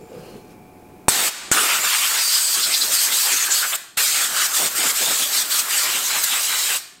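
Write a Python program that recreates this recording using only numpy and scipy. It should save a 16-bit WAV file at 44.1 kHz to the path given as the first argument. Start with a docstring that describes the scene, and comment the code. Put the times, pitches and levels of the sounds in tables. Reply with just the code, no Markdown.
"""A fan hums and a hose drags over a workbench; then an air gun blows dirt off a chainsaw in three blasts.
The valve pops open, and the turbulent jet hisses and howls in the saw's hollows as the nozzle sweeps by.
The small workshop rings on, and a gain control ducks everything under each blast."""
import sys
import numpy as np
from scipy import signal
from scipy.io import wavfile
from scipy.ndimage import uniform_filter1d

SR = 44100
rng = np.random.default_rng(int(sys.argv[2]) if len(sys.argv) > 2 else 0)


def digitize_waveform(pressure):
    """Quantize a signal to 16-bit integers and store it at the path in sys.argv[1].

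    Rows of a 2-D input are taken as channels; values are limited to [-1, 1].
    """
    field = np.atleast_2d(pressure).T
    bounded = np.clip(field, -1, 1)
    quanta = np.round(bounded * 32767).astype(np.int16)
    wavfile.write(sys.argv[1], SR, quanta)


N = 308700
FRAME, HOP = 512, 128
TIME = np.arange(N) / SR
FRAME_S = np.arange(N // HOP + 5)[:, None] * HOP / SR
BIN_HZ = np.fft.rfftfreq(FRAME, 1 / SR)
DUCK_DB = 16  # deepest gain cut; jet and draught are raised by as much beforehand
# Trigger pulls. Each row: start of opening, start of closing, opening time, closing time, all in seconds.
BLASTS = [(1.0825, 1.282, .002, .022), (1.5145, 3.756, .002, .012), (3.969, 6.764, .009, .035)]


def amp(db):
    """Decibels to gain."""
    return 10 ** (np.asarray(db) / 20)


def unit(x):
    """Scales to rms 1."""
    return x / np.sqrt(np.mean(x ** 2) + 1e-20)


def read(points, hz):
    """Reads a spectrum table on a log-frequency axis."""
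    point_hz, value = np.transpose(points)
    return np.interp(np.log(hz + 1), np.log(point_hz + 1), value)


def bell(x, centre, width):
    """Bump of height 1; width is the full width at half height."""
    return np.exp2(-np.square(2 * (x - centre) / width))


def plateau(t, centre, length, edge):
    """Flat-topped bump of height 1."""
    return np.exp2(-abs(2 * (t - centre) / length) ** edge)


def add(mix, start_s, sound):
    """Mixes a sound in at start_s."""
    part = mix[round(start_s * SR):][:len(sound)]
    part += sound[:len(part)]


def drift(t, top_hz):
    """Random wandering of rms 1."""
    rates_hz = np.geomspace(top_hz / 10, top_hz, 24)
    return unit(sum(np.sin(2 * np.pi * (hz * t + rng.random())) for hz in rates_hz))


def patches(frames, bins):
    """Smooth random islands in time and frequency, rms 1."""
    field = rng.standard_normal((len(FRAME_S), len(BIN_HZ)))
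    return unit(uniform_filter1d(uniform_filter1d(field, frames, axis=0), bins, axis=1))


def noise(field_db):
    """Noise with the given short-time spectrum."""
    shape = (len(FRAME_S), len(BIN_HZ))
    spectra = (rng.standard_normal(shape) + 1j * rng.standard_normal(shape)) * amp(field_db)
    return np.sqrt(1.5) * signal.istft(spectra.T, nperseg=FRAME, noverlap=FRAME - HOP)[1][:N]


def band_noise(hz, width_hz, size):
    """Noise in one resonance, rms 1."""
    radius = np.exp(-np.pi * width_hz / SR)
    feedback = [1, -2 * radius * np.cos(2 * np.pi * hz / SR), radius * radius]
    return unit(signal.lfilter([1, 0, -1], feedback, rng.standard_normal(size)))


def smooth(x, time_s):
    """One-pole lag."""
    pole = np.exp(-1 / (time_s * SR))
    return signal.lfilter([1 - pole], [1, -pole], x)


def hold(db, fall_db_per_s):
    """Holds each peak and lets it sink."""
    return np.maximum.accumulate(db + fall_db_per_s * TIME) - fall_db_per_s * TIME


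def fan(rush_db=-46, whine_db=-62, waver_rad=.28):
    """A fan across the shop: motor hum, rushing air and a faint breathy whine."""
    # Motor tones. Each row: frequency in Hz, rms level in dB.
    tones = [(183, -58.5), (366.1, -63), (613.7, -63), (732.1, -56), (855.9, -59)]
    # Airflow spectrum. Each row: frequency in Hz, relative density in dB.
    airflow = [(15, -44), (25, -10), (82, -11), (123, -6.5), (361, -5.5), (425, -11), (461, -3), (557, -19),
               (620, -32), (691, -12.5), (749, -15), (1320, -24), (2330, -33.5), (2970, -37), (15800, -35)]
    hum = np.zeros(N)
    for hz, db in tones:
        waver = waver_rad * np.interp(TIME, FRAME_S[:, 0], drift(FRAME_S[:, 0], 8.8))
        hum += amp(db) * np.sqrt(2) * np.sin(2 * np.pi * hz * TIME + waver)
    rush = amp(rush_db) * unit(noise(read(airflow, BIN_HZ)))
    whine = amp(whine_db) * band_noise(hz=2350, width_hz=160, size=N)
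    return hum + rush + whine


def hose(rub_trim_db=-6, rustle_trim_db=-2, ring_db=3):
    """Hose and sleeve drag along the bench: a low rub under a grainy rustle."""
    # Friction spectra. Each row: frequency in Hz, relative density in dB.
    rub_spectrum = [(35, -45), (60, -18), (163, -4), (320, -2), (468, 27), (550, -19), (583, -31),
                    (637, -20), (829, -16), (919, -30), (1150, -21), (1650, -28), (2000, -38), (2600, -71),
                    (4400, -120)]
    rustle_spectrum = [(590, -45), (1000, -19), (1170, 2), (1360, -20), (1540, -1), (1940, -14), (2730, -3),
                       (3520, -12), (4300, -11), (4590, -8), (14000, -18)]
    # Hose moves. Each row: centre and length in seconds, rub and rustle in dB before trim.
    drags = [(0.01, 0.075, -37.5, -65.5), (0.267, 0.3, -38.5, -49), (0.514, .05, -47, -55)]
    rub = unit(noise(read(rub_spectrum, BIN_HZ)))
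    grain_db = ring_db * patches(frames=50, bins=2) + drift(FRAME_S, 123)
    rustle = unit(noise(read(rustle_spectrum, BIN_HZ) + grain_db))
    out = np.zeros(N)
    for at_s, length_s, rub_db, rustle_db in drags:
        friction = rub * amp(rub_db + rub_trim_db) + rustle * amp(rustle_db + rustle_trim_db)
        out += bell(TIME, at_s, length_s) * friction
    return out


def scrapes():
    """The saw shifts on the bench; friction swells and fades in its resonances."""
    # Saw shifts. Each row: centre and length in seconds, frequency and width in Hz, level in dB.
    shifts = [(.05, .2, 7200, 200, -63), (.19, .07, 165, 40, -42), (.355, .05, 150, 50, -38),
              (.15, .1, 480, 35, -39), (.27, .12, 490, 50, -42), (.3, .13, 4250, 120, -56)]
    out, t = np.zeros(N), TIME[:SR]
    for at_s, length_s, hz, width_hz, db in shifts:
        add(out, 0, amp(db) * bell(t, at_s, length_s) * band_noise(hz, width_hz, len(t)))
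    return out


def valve():
    """How far the trigger holds the valve open, 0-1."""
    return sum(np.clip((TIME - on_s) / rise_s, 0, 1) * np.clip(1 - (TIME - off_s) / fall_s, 0, 1)
               for on_s, off_s, rise_s, fall_s in BLASTS)


def pops(rise_s=.00028, push_s=.0013, thump_s=.0035, squeal_s=.0057, squeal_width_hz=900):
    """Stored hose pressure pushes out a slug of air, and the valve seat squeals briefly."""
    # Valve openings. Each row: start in seconds, thump in dB and Hz, squeal in dB and Hz.
    openings = [(1.0831, 5.5, 910, 4.5, 8340), (1.5153, -5.5, 343, 3, 7400), (3.972, -18.5, 168, -10, 8200)]
    out, t = np.zeros(N), TIME[:SR // 10]
    slug = (1 - t / push_s) * np.exp(-t / push_s) * (1 - np.exp(-t / rise_s))
    for start_s, thump_db, thump_hz, squeal_db, squeal_hz in openings:
        ring = np.sin(2 * np.pi * thump_hz * t) * np.exp(-t / thump_s)
        squeal = band_noise(squeal_hz, squeal_width_hz, len(t)) * t / squeal_s * np.exp(1 - t / squeal_s)
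        add(out, start_s, amp(squeal_db) * squeal - amp(thump_db) * (slug + ring))
    return out


def pressure_db(sag_db_per_s=1.38):
    """Jet strength: each blast starts afresh and sags while the valve is open."""
    # Opening strength in relative dB, one value a blast.
    start_db = [-20.5, -20.5, -19.5]
    blast = np.maximum(sum(FRAME_S >= on_s for on_s, *_ in BLASTS) - 1, 0)
    open_s = np.maximum(FRAME_S - np.array(BLASTS)[blast, 0], 0)
    return np.array(start_db)[blast] - sag_db_per_s * open_s


def hiss_db(focus, patchy_db=2.5, bounce=.15, bounce_s=.000623):
    """Turbulence spectrum; the casing's reflection adds a comb that slides as the hand moves."""
    # Jet spectrum. Each row: frequency in Hz, relative density in dB.
    spectrum = [(25, -37), (60, -33), (110, -25), (185, -20.5), (300, -15.5), (600, -10), (900, -8),
                (1350, -1.5), (2100, -4), (4400, -3), (5900, -4), (8100, 1), (10300, -9.5), (13600, -6),
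                (15800, -13.5)]
    mottle_db = patchy_db * patches(frames=16, bins=3)
    delay_s = bounce_s * np.exp(.395 * drift(FRAME_S, 2.5))
    comb_db = 20 * np.log10(abs(1 + bounce * np.exp(2j * np.pi * BIN_HZ * delay_s)))
    field_db = read(spectrum, BIN_HZ) + focus * (mottle_db + comb_db)
    core = (BIN_HZ > 2800) & (BIN_HZ < 9500)  # held at constant power
    return field_db - 10 * np.log10(np.sum(amp(field_db[:, core]) ** 2, axis=1, keepdims=True))


def recesses_db(buffet_trim_db=-6.5, roar_trim_db=-7, gust_db=.5, muffle=.17):
    """Trapped air buffets, wide hollows roar, and a recess that swallows the jet dulls its treble."""
    # Passes over recesses. Each row: centre and length in seconds, roar and buffeting in relative dB.
    passes = [(1.204, 0.29, 7, 13.5), (1.592, 0.19, 11, 14), (1.72, 0.16, 12, 6), (1.853, 0.077, 11.5, 4),
              (1.938, 0.052, 12.5, 0), (2.05, 0.13, 6.5, -3), (2.165, 0.1, 10, 2), (2.35, 0.091, 3.5, -3),
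              (2.588, 0.068, 6.5, 11), (2.695, 0.095, 3, 11.5), (2.873, 0.12, 1, 11), (3.106, .08, 7, 9.5),
              (3.306, .09, 9.5, 5.5), (3.42, 0.082, 9, -2), (3.501, 0.076, 8.5, 9.5), (3.644, 0.041, 16, 4),
              (3.736, 0.029, 13, 11), (3.995, 0.054, 7, 0.5), (4.19, 0.11, 3, -4), (4.32, 0.033, 4, 5),
              (4.388, 0.1, 7, 2), (4.634, .07, 5.5, 17), (4.84, 0.099, 9, 15), (5.017, 0.051, 4, 16.5),
              (5.1, .07, 5, 18), (5.215, 0.037, 1.5, 12.5), (5.36, 0.15, 1.5, 5), (5.742, 0.2, 5.5, 0.5),
              (5.88, 0.068, 12.5, 11), (5.96, 0.079, 8.5, 7), (6.143, 0.096, 13, 5),
              (6.348, 0.089, 11.5, 3), (6.53, 0.09, 10.5, 3), (6.722, 0.08, 6.5, 5)]
    # Aim into the saw. Each row: time in seconds, offset to roar and buffeting in dB.
    aim = [(1.2, 1), (1.6, 0), (2.1, 0.5), (2.5, -3.5), (2.7, -.5), (3.7, 0), (4.2, 1), (5.1, 0),
           (5.4, 1.5), (6.7, 1)]
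    caught_db = [np.multiply.outer(levels_db, plateau(FRAME_S, at_s, length_s, edge=3))
                 for at_s, length_s, *levels_db in passes]
    # the recess that catches the most air leads
    roar_db, buffet_db = np.max(caught_db, axis=0) + np.interp(FRAME_S, *np.transpose(aim))
    low = read([(330, 1), (1150, 0)], BIN_HZ)
    middle = (1 - low) * read([(2100, .69), (4400, .015)], BIN_HZ)
    treble = read([(3500, .3), (7000, .97)], BIN_HZ)
    return (low * (buffet_db + buffet_trim_db + gust_db * drift(FRAME_S, 60))
            + middle * (roar_db + roar_trim_db)
            - treble * muffle * roar_db)


def sizzle_db():
    """Sharp edges sizzle in the top of the hiss."""
    # Edge sizzle. Each row: time in seconds, gain in dB above 11 kHz.
    sizzle = [(1.2, 0), (2.1, 1), (2.35, -0.5), (2.5, 0), (2.87, 0), (3.22, 4), (3.4, 1), (3.75, 4.5),
              (3.98, 3), (4.15, -2.5), (4.6, 0.5), (5.1, -0.5), (5.6, 1.5), (6.0, 0.2), (6.7, 2)]
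    return read([(8500, .32), (11000, 1)], BIN_HZ) * np.interp(FRAME_S, *np.transpose(sizzle))


def howls_db():
    """The jet catches a hole or an edge and howls in one band."""
    # Howls. Each row: centre and length in seconds, frequency and width in Hz, boost in dB at focus 1.
    howls = [(1.67, .26, 1350, 450, 6), (1.586, 0.12, 9400, 700, 10.5), (1.726, 0.067, 2700, 700, 5),
             (1.84, 0.043, 7300, 400, 14), (1.9, 0.08, 2960, 1400, 5), (2.04, 0.047, 2860, 900, 11),
             (2.207, 0.033, 5050, 600, 14), (2.272, 0.083, 4640, 380, 12), (2.364, 0.07, 4890, 500, 11.5),
             (2.482, 0.12, 4700, 400, 8.5), (2.642, 0.031, 4260, 1910, 12.5),
             (2.747, 0.031, 4200, 2200, 14), (2.822, 0.025, 4420, 1400, 15.5), (2.993, 0.03, 4550, 500, 11),
             (3.136, .05, 3700, 1800, 3.5), (3.334, 0.022, 6300, 3600, 9), (3.371, 0.026, 6360, 600, 17),
             (3.428, 0.035, 6300, 1400, 13.5), (3.52, 0.04, 6900, 1800, 9.5), (3.584, .06, 4300, 2200, 5.5),
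             (3.735, 0.01, 3330, 800, 17), (3.747, .02, 7650, 600, 9), (3.99, 0.032, 2440, 500, 6),
             (4.205, 0.089, 1480, 450, 4.5), (4.41, 0.084, 1460, 450, 6.5), (4.435, 0.11, 6000, 700, 7),
             (5.072, .071, 3530, 500, 8.5), (5.239, 0.054, 3420, 600, 13), (5.375, .06, 4580, 1630, 7.5),
             (5.74, .03, 2920, 600, 11), (6.06, 0.041, 6100, 900, 8), (6.238, 0.022, 14000, 5000, 7),
             (6.327, 0.04, 3300, 1300, 10), (6.445, 0.04, 10400, 600, 13), (6.534, 0.12, 3960, 500, 7),
             (6.694, 0.089, 2680, 1500, 3.5)]
    return sum(db * bell(FRAME_S, at_s, length_s) * bell(BIN_HZ, hz, width_hz)
               for at_s, length_s, hz, width_hz, db in howls)


def strike_db():
    """The hiss drops as the jet slips into open air and jumps as it flicks across an edge."""
    # Slips and flicks. Each row: centre and length in seconds, drop or boost in dB before weighting.
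    slips = [(1.81, 0.065, 3), (2.687, 0.043, 1), (2.89, 0.056, 2.5), (3.093, 0.047, 4.5),
             (3.491, 0.031, 5), (3.698, 0.11, 3), (4.314, 0.08, 6.5), (4.504, 0.066, 7.5),
             (4.722, 0.073, 11), (4.937, 0.037, 6.5), (5.284, 0.075, 4.5), (5.466, 0.083, 8.5),
             (5.658, 0.077, 8.5), (6.02, 0.055, 3), (6.215, .025, 3)]
    flicks = [(2.35, 0.054, 2.5), (2.546, .02, 2), (2.931, 0.038, 3.5), (3.034, 0.11, 1.5),
              (3.176, 0.31, 1.5), (3.532, 0.047, 2), (4.567, .03, 1.5), (4.873, 0.032, 1.5),
              (5.343, 0.025, 1), (5.425, 0.016, 4.5), (5.515, 0.021, 3), (5.598, 0.019, 3.5),
              (5.789, .03, 3), (6.243, 0.0088, 5)]
    drop_db = sum(db * plateau(FRAME_S, at_s, length_s, edge=5.1) for at_s, length_s, db in slips)
    boost_db = sum(db * bell(FRAME_S, at_s, length_s) for at_s, length_s, db in flicks)
    weight = read([(600, .034), (1500, .59), (3500, 1.45), (8000, 1.26), (12000, .77)], BIN_HZ)
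    return weight * (boost_db - drop_db)


def jet(focus, trim_db=.71, flutter_db=.5, cut_hz=135):
    """Turbulent hiss coloured by the part of the saw it strikes; focus scales its resonances."""
    colour_db = hiss_db(focus) + recesses_db() + sizzle_db() + focus * howls_db() + strike_db()
    level_db = pressure_db() + flutter_db * drift(FRAME_S, 45) + trim_db + DUCK_DB
    highpass = signal.butter(3, cut_hz, "high", fs=SR, output="sos")  # a small nozzle radiates little bass
    return signal.sosfilt(highpass, noise(colour_db + level_db) * valve())


def draught(ducked_db=-67, edge_hz=52):
    """Spent air drifts over the bench and stirs a faint rumble at the microphone."""
    rumble = signal.sosfilt(signal.butter(4, edge_hz, fs=SR, output="sos"), rng.standard_normal(N))
    return amp(ducked_db + DUCK_DB) * unit(rumble) * valve()


def reflections(gap_s=.0059):
    """One echo pattern of the room: dense taps, each band dying at its own speed."""
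    # Room decay. Each row: frequency in Hz, time to fall 60 dB in seconds.
    decay = [(150, .55), (660, .68), (1740, .64), (4600, .62), (8000, .54), (14000, .36)]
    # Room colour. Each row: frequency in Hz, echo level in dB.
    colour = [(100, -14), (600, -12), (1500, -10), (4500, -9.5), (8000, -10.5), (14000, -11)]
    taps = rng.standard_normal(SR) * (TIME[:SR] > gap_s)
    hz, age_s, spectra = signal.stft(unit(taps), SR, nperseg=256)
    rate_per_s = np.log(1000) / read(decay, hz)[:, None]
    gain = amp(read(colour, hz))[:, None] * np.sqrt(2 * rate_per_s / SR)
    return signal.istft(spectra * gain * np.exp(-rate_per_s * age_s), SR, nperseg=256)[1]


def workshop(x, patterns=14):
    """As nozzle and arm move, the sound passes from one echo pattern to the next."""
    position = TIME / TIME[-1] * (patterns - 1)
    shares = (np.sqrt(np.maximum(1 - abs(position - k), 0)) for k in range(patterns))
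    return sum(signal.oaconvolve(x * share, reflections())[:N] for share in shares)


def scene(side_db=-28, smear_samples=1500):
    """All sources sit near the middle; a faint, dull, smeared copy is added to one channel and taken from the
    other."""
    bangs = pops()
    direct = jet(focus=1) + bangs
    diffuse = jet(focus=.5) + bangs  # the room gathers all directions, evening out the resonances
    middle = direct + workshop(diffuse) + hose() + scrapes() + fan() + draught()
    smear = signal.lfilter([1], [1, -.45], rng.standard_normal(smear_samples))
    side = amp(side_db) * signal.oaconvolve(middle, smear / np.linalg.norm(smear))[:N]
    return np.array([middle + side, middle - side])


def gain_control(x, threshold_db=-22, attack_s=.0011, memory_s=.9):
    """Ducks loud sound; recovers quickly after a short blast, slowly after a long one."""
    level_db = 10 * np.log10(smooth((x ** 2).mean(0), attack_s) + 1e-12)
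    over_db = np.clip(level_db - threshold_db, 0, DUCK_DB)
    quick_db = hold(over_db, fall_db_per_s=70)
    slow_db = hold(smooth(over_db, memory_s), fall_db_per_s=3)
    return x / amp(smooth(np.maximum(quick_db, slow_db), attack_s))


def record(dry, notch_hz=5930, notch_width_hz=95, notch_leak=.2, edge_hz=15850):
    """Narrow microphone notch, gain control, overload, band limit."""
    notched = signal.lfilter(*signal.iirnotch(notch_hz, notch_hz / notch_width_hz, SR), dry)
    notched += notch_leak * (dry - notched)
    clipped = np.clip(gain_control(notched), -.88, .88)
    lowpass = signal.firwin(401, edge_hz, window=("kaiser", 8), fs=SR)
    return signal.oaconvolve(clipped, lowpass[None], "same", axes=1)


dry = scene()
out = record(dry)
digitize_waveform(out)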